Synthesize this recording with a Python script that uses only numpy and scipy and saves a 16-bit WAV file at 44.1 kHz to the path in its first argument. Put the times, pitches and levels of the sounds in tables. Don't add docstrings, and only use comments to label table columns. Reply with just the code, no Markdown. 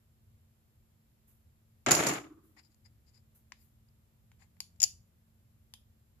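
import sys
import numpy as np
from scipy import signal
from scipy.fft import rfft, irfft, next_fast_len
from scipy.io import wavfile
from scipy.ndimage import map_coordinates

SR = 44100
rng = np.random.default_rng(int(sys.argv[2]) if len(sys.argv) > 2 else 0)


def master_out(mix):
    frames = np.transpose(np.atleast_2d(mix))
    ceiling = np.clip(frames, -1, 1)
    pcm = np.round(ceiling * 32767).astype(np.int16)
    wavfile.write(sys.argv[1], SR, pcm)


N = 273420


def amp(db):
    return 10 ** (np.asarray(db) / 20)


def unit(x):
    return x / np.sqrt(np.mean(x ** 2) + 1e-20)


def along(points, hz):
    f, v = np.transpose(points)
    return np.interp(np.log(hz + 1), np.log(f + 1), v)


def filtered(x, response):
    n = x.shape[-1]
    padded = next_fast_len(n + 8192)
    spectrum = rfft(x, padded) * response(np.fft.rfftfreq(padded, 1 / SR))
    return irfft(spectrum, padded)[..., :n]


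def body(x, spectrum, size=4096):
    cepstrum = irfft(np.log(amp(along(spectrum, np.fft.rfftfreq(size, 1 / SR)))))
    cepstrum[1:size // 2] *= 2
    cepstrum[size // 2 + 1:] = 0
    kick = irfft(np.exp(rfft(cepstrum)))
    kick = kick / np.linalg.norm(kick)
    return signal.fftconvolve(x, kick[None], axes=1)[:, :x.shape[1]]


def ports(pair, alike):
    def turn(hz):
        return np.arccos(np.clip(along(alike, hz), -1, 1)) / 2
    mid, side = filtered(pair, lambda hz: np.array([np.cos(turn(hz)), np.sin(turn(hz))]))
    return np.array([mid + side, mid - side])


def pan(db):
    return unit(amp([[db / 2], [-db / 2]]))


def add(track, s, sound):
    part = track[:, round(s * SR):][:, :sound.shape[1]]
    part += sound[:, :part.shape[1]]


def grit(n, rate, spread_db):
    knots = rng.standard_normal(n)
    size_db = spread_db * np.interp(np.arange(n) * rate / SR, np.arange(n), knots)
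    return unit(rng.standard_normal((2, n)) * amp(size_db))


def band(x, hz, width):
    hz = np.clip(hz, 50, SR / 2.2)
    b, a = signal.iirpeak(hz, hz / abs(width), SR)
    y = signal.lfilter(b, a, signal.lfilter(b, a, x))
    return y / np.sqrt(np.sum(y ** 2) / len(y))


def ringing(force, modes):
    y = sum(amp(db) * band(force, hz, width) for hz, width, db in modes)
    return y / np.sqrt(np.sum(y ** 2) / len(y))


def wobble(rate):
    return map_coordinates(rng.standard_normal(256), [np.arange(N) * rate / SR], mode="wrap")


# f/Hz, level per Hz/dB
AIR_SPECTRUM = [(15, -49.5), (25, -18.5), (81, 0), (125, -5), (191, -21.5), (224, -16.5), (250, -25.5),
                (309, -24.5), (462, -30), (515, -28.5), (790, -34), (6540, -42.5), (7280, -46.5),
                (13500, -34), (15000, -44)]
# f/Hz, left-right likeness (1 same, -1 opposite)
AIR_LIKENESS = [(60, 0.88), (180, 0.92), (550, 0.16), (1650, -0.069), (4970, -0.02), (15000, -0.52)]
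# peak t/s, half length to 1/e/s, f/Hz, peak level/dB
SWELLING_HUM = (4.75, .65, 173, -74)
AIR_DB, RUMBLE_DB = -64, -66.5
SWELL_DB, SWELLS_PER_S = 1.5, 5.3


def background(hum_hz=222, hum_db=-78, hiss_db=-86):
    t = np.arange(N) / SR
    air = unit(body(ports(rng.standard_normal((2, N)), AIR_LIKENESS), AIR_SPECTRUM))
    low = filtered(air, lambda hz: 1 / (1 + (hz / 170) ** 4))
    rumble = low * amp(RUMBLE_DB + SWELL_DB * wobble(SWELLS_PER_S))
    peak_s, half_s, low_hz, low_db = SWELLING_HUM
    swell = np.exp(-((t - peak_s) / half_s) ** 2)
    hums = amp(hum_db) * np.sin(2 * np.pi * hum_hz * t)
    hums += amp(low_db) * swell * np.sin(2 * np.pi * low_hz * t)
    # f/Hz, level per Hz/dB
    hiss_spectrum = [(6000, -23.5), (7400, 5.0), (8500, -24.5), (11500, -2.5), (14500, -12)]
    hiss = body(rng.standard_normal((2, N)), hiss_spectrum)
    return amp(AIR_DB) * (air - low) + rumble + np.sqrt(2) * hums + amp(hiss_db) * hiss


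# t/s, rise/s, t60/s, level/dB, left over right/dB
RIM_BRUSHES = [(1.27, 0.013, 0.39, -58.5, -3), (2.425, 0.023, 0.49, -65, 0), (3.343, 0.014, 0.22, -56.5, 0),
               (3.57, 0.055, 0.38, -61.5, 5)]
# f/Hz, level per Hz/dB
SKIN_SPECTRUM = [(1500, -9.5), (5000, -18.5), (7200, -5), (8600, -10), (10000, -1), (12500, 3), (14500, 0),
                 (15500, 7)]


def brushes():
    out, t = np.zeros((2, N)), np.arange(SR // 2) / SR
    for s, rise, t60, db, side_db in RIM_BRUSHES:
        stroke = np.minimum(t / rise, 1) * amp(db - 60 * np.maximum(t - rise, 0) / t60)
        add(out, s, stroke * grit(len(t), rate=710, spread_db=2.0) * pan(side_db))
    return body(out, SKIN_SPECTRUM)


# t/s, table thud level/dB, chip clink level/dB, t60/s
CHIP_BOUNCES = [(1.863, -25.5, -24.5, .04), (1.886, -31, -28, .04), (1.9094, -20.5, -16, 0.03),
                (1.916, -18, -12, .028), (1.938, -25, -41, .03), (1.950, -28, -21.5, .05),
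                (2.013, -36, -40, .025), (2.036, -29, -32, .04), (2.0674, -28.5, -24, 0.077),
                (2.087, -35.5, -26, .05), (2.115, -32.5, -43, .03), (2.136, -37, -33, .03)]
# f/Hz, level per Hz/dB
TABLE_SPECTRUM = [(20, -48.5), (45, -21.5), (65, -8), (100, -11.5), (135, 3), (190, -5), (310, 0.5),
                  (520, -3.5), (720, 0), (980, -7), (1230, -2.5), (1500, -6.5), (2300, -6), (3200, -13),
                  (3900, -16.5), (7000, -30)]
# f/Hz, level per Hz/dB
CHIP_SPECTRUM = [(1500, -33), (3700, -18.5), (4800, -11.5), (5600, -10), (6500, -7.5), (7080, 2.5),
                 (7700, -13), (8750, -28.5), (9700, -9.5), (10600, -20.5), (11800, -14.5), (13300, -26.5),
                 (14500, -25), (15500, -40.5)]
SETTLE_S, TABLE_SETTLE_T60_S, CHIP_SETTLE_T60_S = 2.1354, 0.3, 0.59
DRUM_DB, DRUM_SAG_DB_PER_S = -28, 17.5
JIGGLE_DB, JIGGLE_T60_S = -15, .5


def toss(skid_end=1.908, skid_top_hz=8000):
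    t = np.arange(N) / SR
    landing = CHIP_BOUNCES[0][0]
    resting = np.maximum(t - SETTLE_S, 0)
    drum = (t >= landing) * amp(DRUM_DB - DRUM_SAG_DB_PER_S * (t - landing))
    jiggles = [(t >= s) * amp(db + JIGGLE_DB - 60 * np.abs(t - s) / JIGGLE_T60_S)
               for s, _, db, _ in CHIP_BOUNCES]
    jiggle = np.linalg.norm(jiggles, axis=0)
    thud = amp(-60 * resting / TABLE_SETTLE_T60_S) * drum * grit(N, rate=160, spread_db=3)
    clink = amp(-60 * resting / CHIP_SETTLE_T60_S) * jiggle * grit(N, rate=450, spread_db=1.5)
    age = t[:SR // 5]
    for s, thud_db, clink_db, t60 in CHIP_BOUNCES:
        add(thud, s, amp(thud_db - 60 * age / t60) * rng.standard_normal((2, len(age))))
        add(clink, s, amp(clink_db - 60 * age / t60) * rng.standard_normal((2, len(age))))
    # f/Hz, left-right likeness
    table_likeness = [(130, 1.0), (290, .88), (640, .4), (1400, 0.05), (3000, 0.054)]
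    table = body(ports(thud, table_likeness), TABLE_SPECTRUM)
    clatter = table * pan(1.5) + body(clink, CHIP_SPECTRUM) * pan(-3.5)
    dull = filtered(clatter, lambda hz: 1 / np.sqrt(1 + (hz / skid_top_hz) ** 6))
    return np.where(t < skid_end, dull, clatter)


# f/Hz, width of each filter pass/Hz, level before rise and rocking/dB, t60/s
TABLE_MODES = [(312, 55, -35, 0.81), (365, 45, -47, 0.75), (1180, 330, -44, 0.71), (2100, 950, -48.5, 0.28)]


def table_ring(start=2.01, rise=0.036, rock_rate=16, rock_db=3.5):
    age = np.maximum(np.arange(N) / SR - start, 0)
    shake = ports(rng.standard_normal((2, N)), [(300, 0.88), (1300, 0.26)])
    rings = sum(amp(db - 60 * age / t60) * unit(band(shake, hz, width))
                for hz, width, db, t60 in TABLE_MODES)
    rocking = amp(rock_db * np.cos(2 * np.pi * rock_rate * age))
    return rings * (1 - np.exp(-age / rise)) * rocking


# t/s (begun 3 ms sooner), length/s, level/dB (then 2.5 dB lower),
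# knock tilt at 2500 Hz and below/dB, ring tilt at 5000 Hz/dB
STACK_SLIDES = [(2.564, 0.016, -56, 9.5, -6), (2.575, .03, -52.5, 3, 2), (2.618, 0.053, -66, -8, 3),
                (2.693, .04, -72.5, -14, -7), (2.747, 0.0031, -62.5, -18, -14),
                (2.843, 0.032, -60.5, -2, 4.5), (3.057, 0.047, -66, -8, 0), (3.122, 0.062, -63, -6.5, 2.5),
                (3.545, 0.098, -73.5, -3, -1), (3.885, .008, -69, -3.5, 4.5),
                (4.379, 0.067, -63.5, -2, -13), (4.417, 0.013, -59, 13, -4), (4.567, 0.0078, -68, 7, -9),
                (4.76, .006, -69, -10.5, -14)]
# f/Hz, level per Hz/dB
STACK_SPECTRUM = [(300, -34), (850, -1), (1350, -13), (2100, 0.5), (3300, -16.5), (4300, -7.5), (5000, 5),
                  (5900, -20), (7100, -1.5), (8600, -27), (9700, -13.5), (11000, -22.5), (15000, -24.5)]


def slides(release=0.015, edge=0.67):
    out = np.zeros((2, N))
    for s, length, db, knock_db, ring_db in STACK_SLIDES:
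        n = int(length * SR)
        pressure = np.pad(signal.windows.tukey(n, edge), (0, SR // 25))
        keep = np.exp(-1 / (min(release, length / 4) * SR))
        pressure = signal.lfilter([1 - keep], [1, -keep], pressure)
        force = grit(len(pressure), rate=150, spread_db=1.5) * pressure
        tilt = [(2500, knock_db), (4200, 0), (5000, ring_db), (5900, 0)]
        stack = [(hz, level + along(tilt, hz)) for hz, level in STACK_SPECTRUM]
        add(out, s - .003, amp(db - 2.5) * body(force, stack))
    return out * pan(10.4)


# t/s, level over 5 ms/dB, then mix gains of knock/dB, clink/dB, edge/dB, palm/dB
# (the ring's is ring_db); left over right/dB, knock f/Hz, ring f/Hz, palm f/Hz
HAND_CLICKS = [(3.5208, -44.5, 4, -7, -20.5, -5.5, 7.3, 1850, 4980, 1080),
               (4.3172, -64.5, 11.5, 1.5, -5, 2, 3.6, 1700, 4900, 950),
               (4.6042, -34.5, -11.5, -6, -10, -21.5, 4.9, 2600, 4800, 1000),
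               (4.802, -33.5, -19.5, 1, -16, -33.5, 11.6, 2900, 5400, 760),
               (4.805, -32.5, -10.5, 3.5, -17.5, -27, 7.6, 2900, 5300, 760),
               (4.8184, -26, -12.5, 2, -9.5, -28, 9.1, 2900, 5450, 760),
               (4.8294, -17.5, -13.5, 8, -9, -31.5, 20, 3400, 5100, 760),
               (4.8318, -21, -11, 9.5, -10.5, -27.5, 4.9, 2400, 5200, 760),
               (4.8384, -16, -16.5, -6.5, -16, -35.5, 10.2, 3500, 5100, 760),
               (4.8428, -28, -18.5, -4, -14.5, -31, 8.5, 3000, 4750, 760),
               (5.738, -46, 0, -8.5, -6.5, -14.5, 3, 3500, 4950, 950)]
# f/Hz, width of each filter pass/Hz, level/dB
CLINK_MODES = [(6875, 170, -3), (6864, 360, -4.5)]
# f/Hz, width of each filter pass/Hz, level/dB
EDGE_MODES = [(9870, 690, -2), (11450, 1400, -2), (12160, 1100, -7.5), (14500, 410, -11.5)]
PALM_Q = 3.2


def clicks(chatter_db=-4, knock_width=1800, ring_width=750, ring_db=-1, shoulder=1.12, shoulder_db=-7):
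    out, t = np.zeros((2, N)), np.arange(SR // 12) / SR
    chatter_t60, lag, duration = .016, .0001, .005
    for s, db, knock_db, clink_db, edge_db, palm_db, side_db, knock_hz, ring_hz, palm_hz in HAND_CLICKS:
        chatter = rng.standard_normal((2, len(t))) * amp(-60 * t / chatter_t60)
        force = amp(chatter_db) * chatter / np.linalg.norm(chatter[0])
        force[[0, 1], [0, round(lag * SR)]] += 1
        knock = ringing(force, [(knock_hz, knock_width, 0)])
        palm = ringing(force, [(palm_hz, palm_hz / PALM_Q, 0)])
        ring = ringing(force, [(ring_hz, ring_width, 0), (ring_hz * shoulder, ring_width, shoulder_db)])
        blow = amp(ring_db) * ring + amp(knock_db) * knock + amp(palm_db) * palm
        blow += amp(clink_db) * ringing(force, CLINK_MODES)
        blow += amp(edge_db) * ringing(force, EDGE_MODES)
        blow = blow / np.linalg.norm(blow, axis=1, keepdims=True)
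        blow = blow * np.sqrt(duration * SR)
        add(out, s, amp(db) * blow * pan(side_db))
    return out


# f/Hz, t60/s
ROOM_DECAY = [(150, 0.26), (800, 0.22), (2500, 0.2), (5000, 0.25), (7000, 0.27), (14000, 0.21)]


def room(x, build=0.002):
    hz, t, z = signal.stft(rng.standard_normal((2, SR // 2)), SR, nperseg=256)
    decay = amp(-60 * t / along(ROOM_DECAY, hz)[:, None])
    tail = signal.istft(z * decay, SR, nperseg=256)[1]
    tail = tail * (1 - np.exp(-(np.arange(tail.shape[1]) / SR / build) ** 2))
    return signal.fftconvolve(x[None], tail / np.linalg.norm(tail[0]), axes=1)[:, :N]


# f/Hz, level/dB
HAND_RADIATION = [(400, 3.5), (750, 6), (1500, 1), (2700, 6), (3700, 8), (5000, -1.5), (6000, 1.5),
                  (6900, -3), (7700, 6), (8700, -6), (9700, 9.5), (14000, 3.5)]


def scene(room_db=-11):
    hand = clicks() + slides()
    radiated = filtered(hand[1], lambda hz: amp(along(HAND_RADIATION, hz)))
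    walls = amp(room_db) * room(radiated)
    return hand + walls + toss() + table_ring() + brushes() + background()


TOP_HZ = 14900


def record(dry):
    return filtered(dry, lambda hz: 1 / (1 + (hz / TOP_HZ) ** 120))


dry = scene()
out = record(dry)
master_out(out)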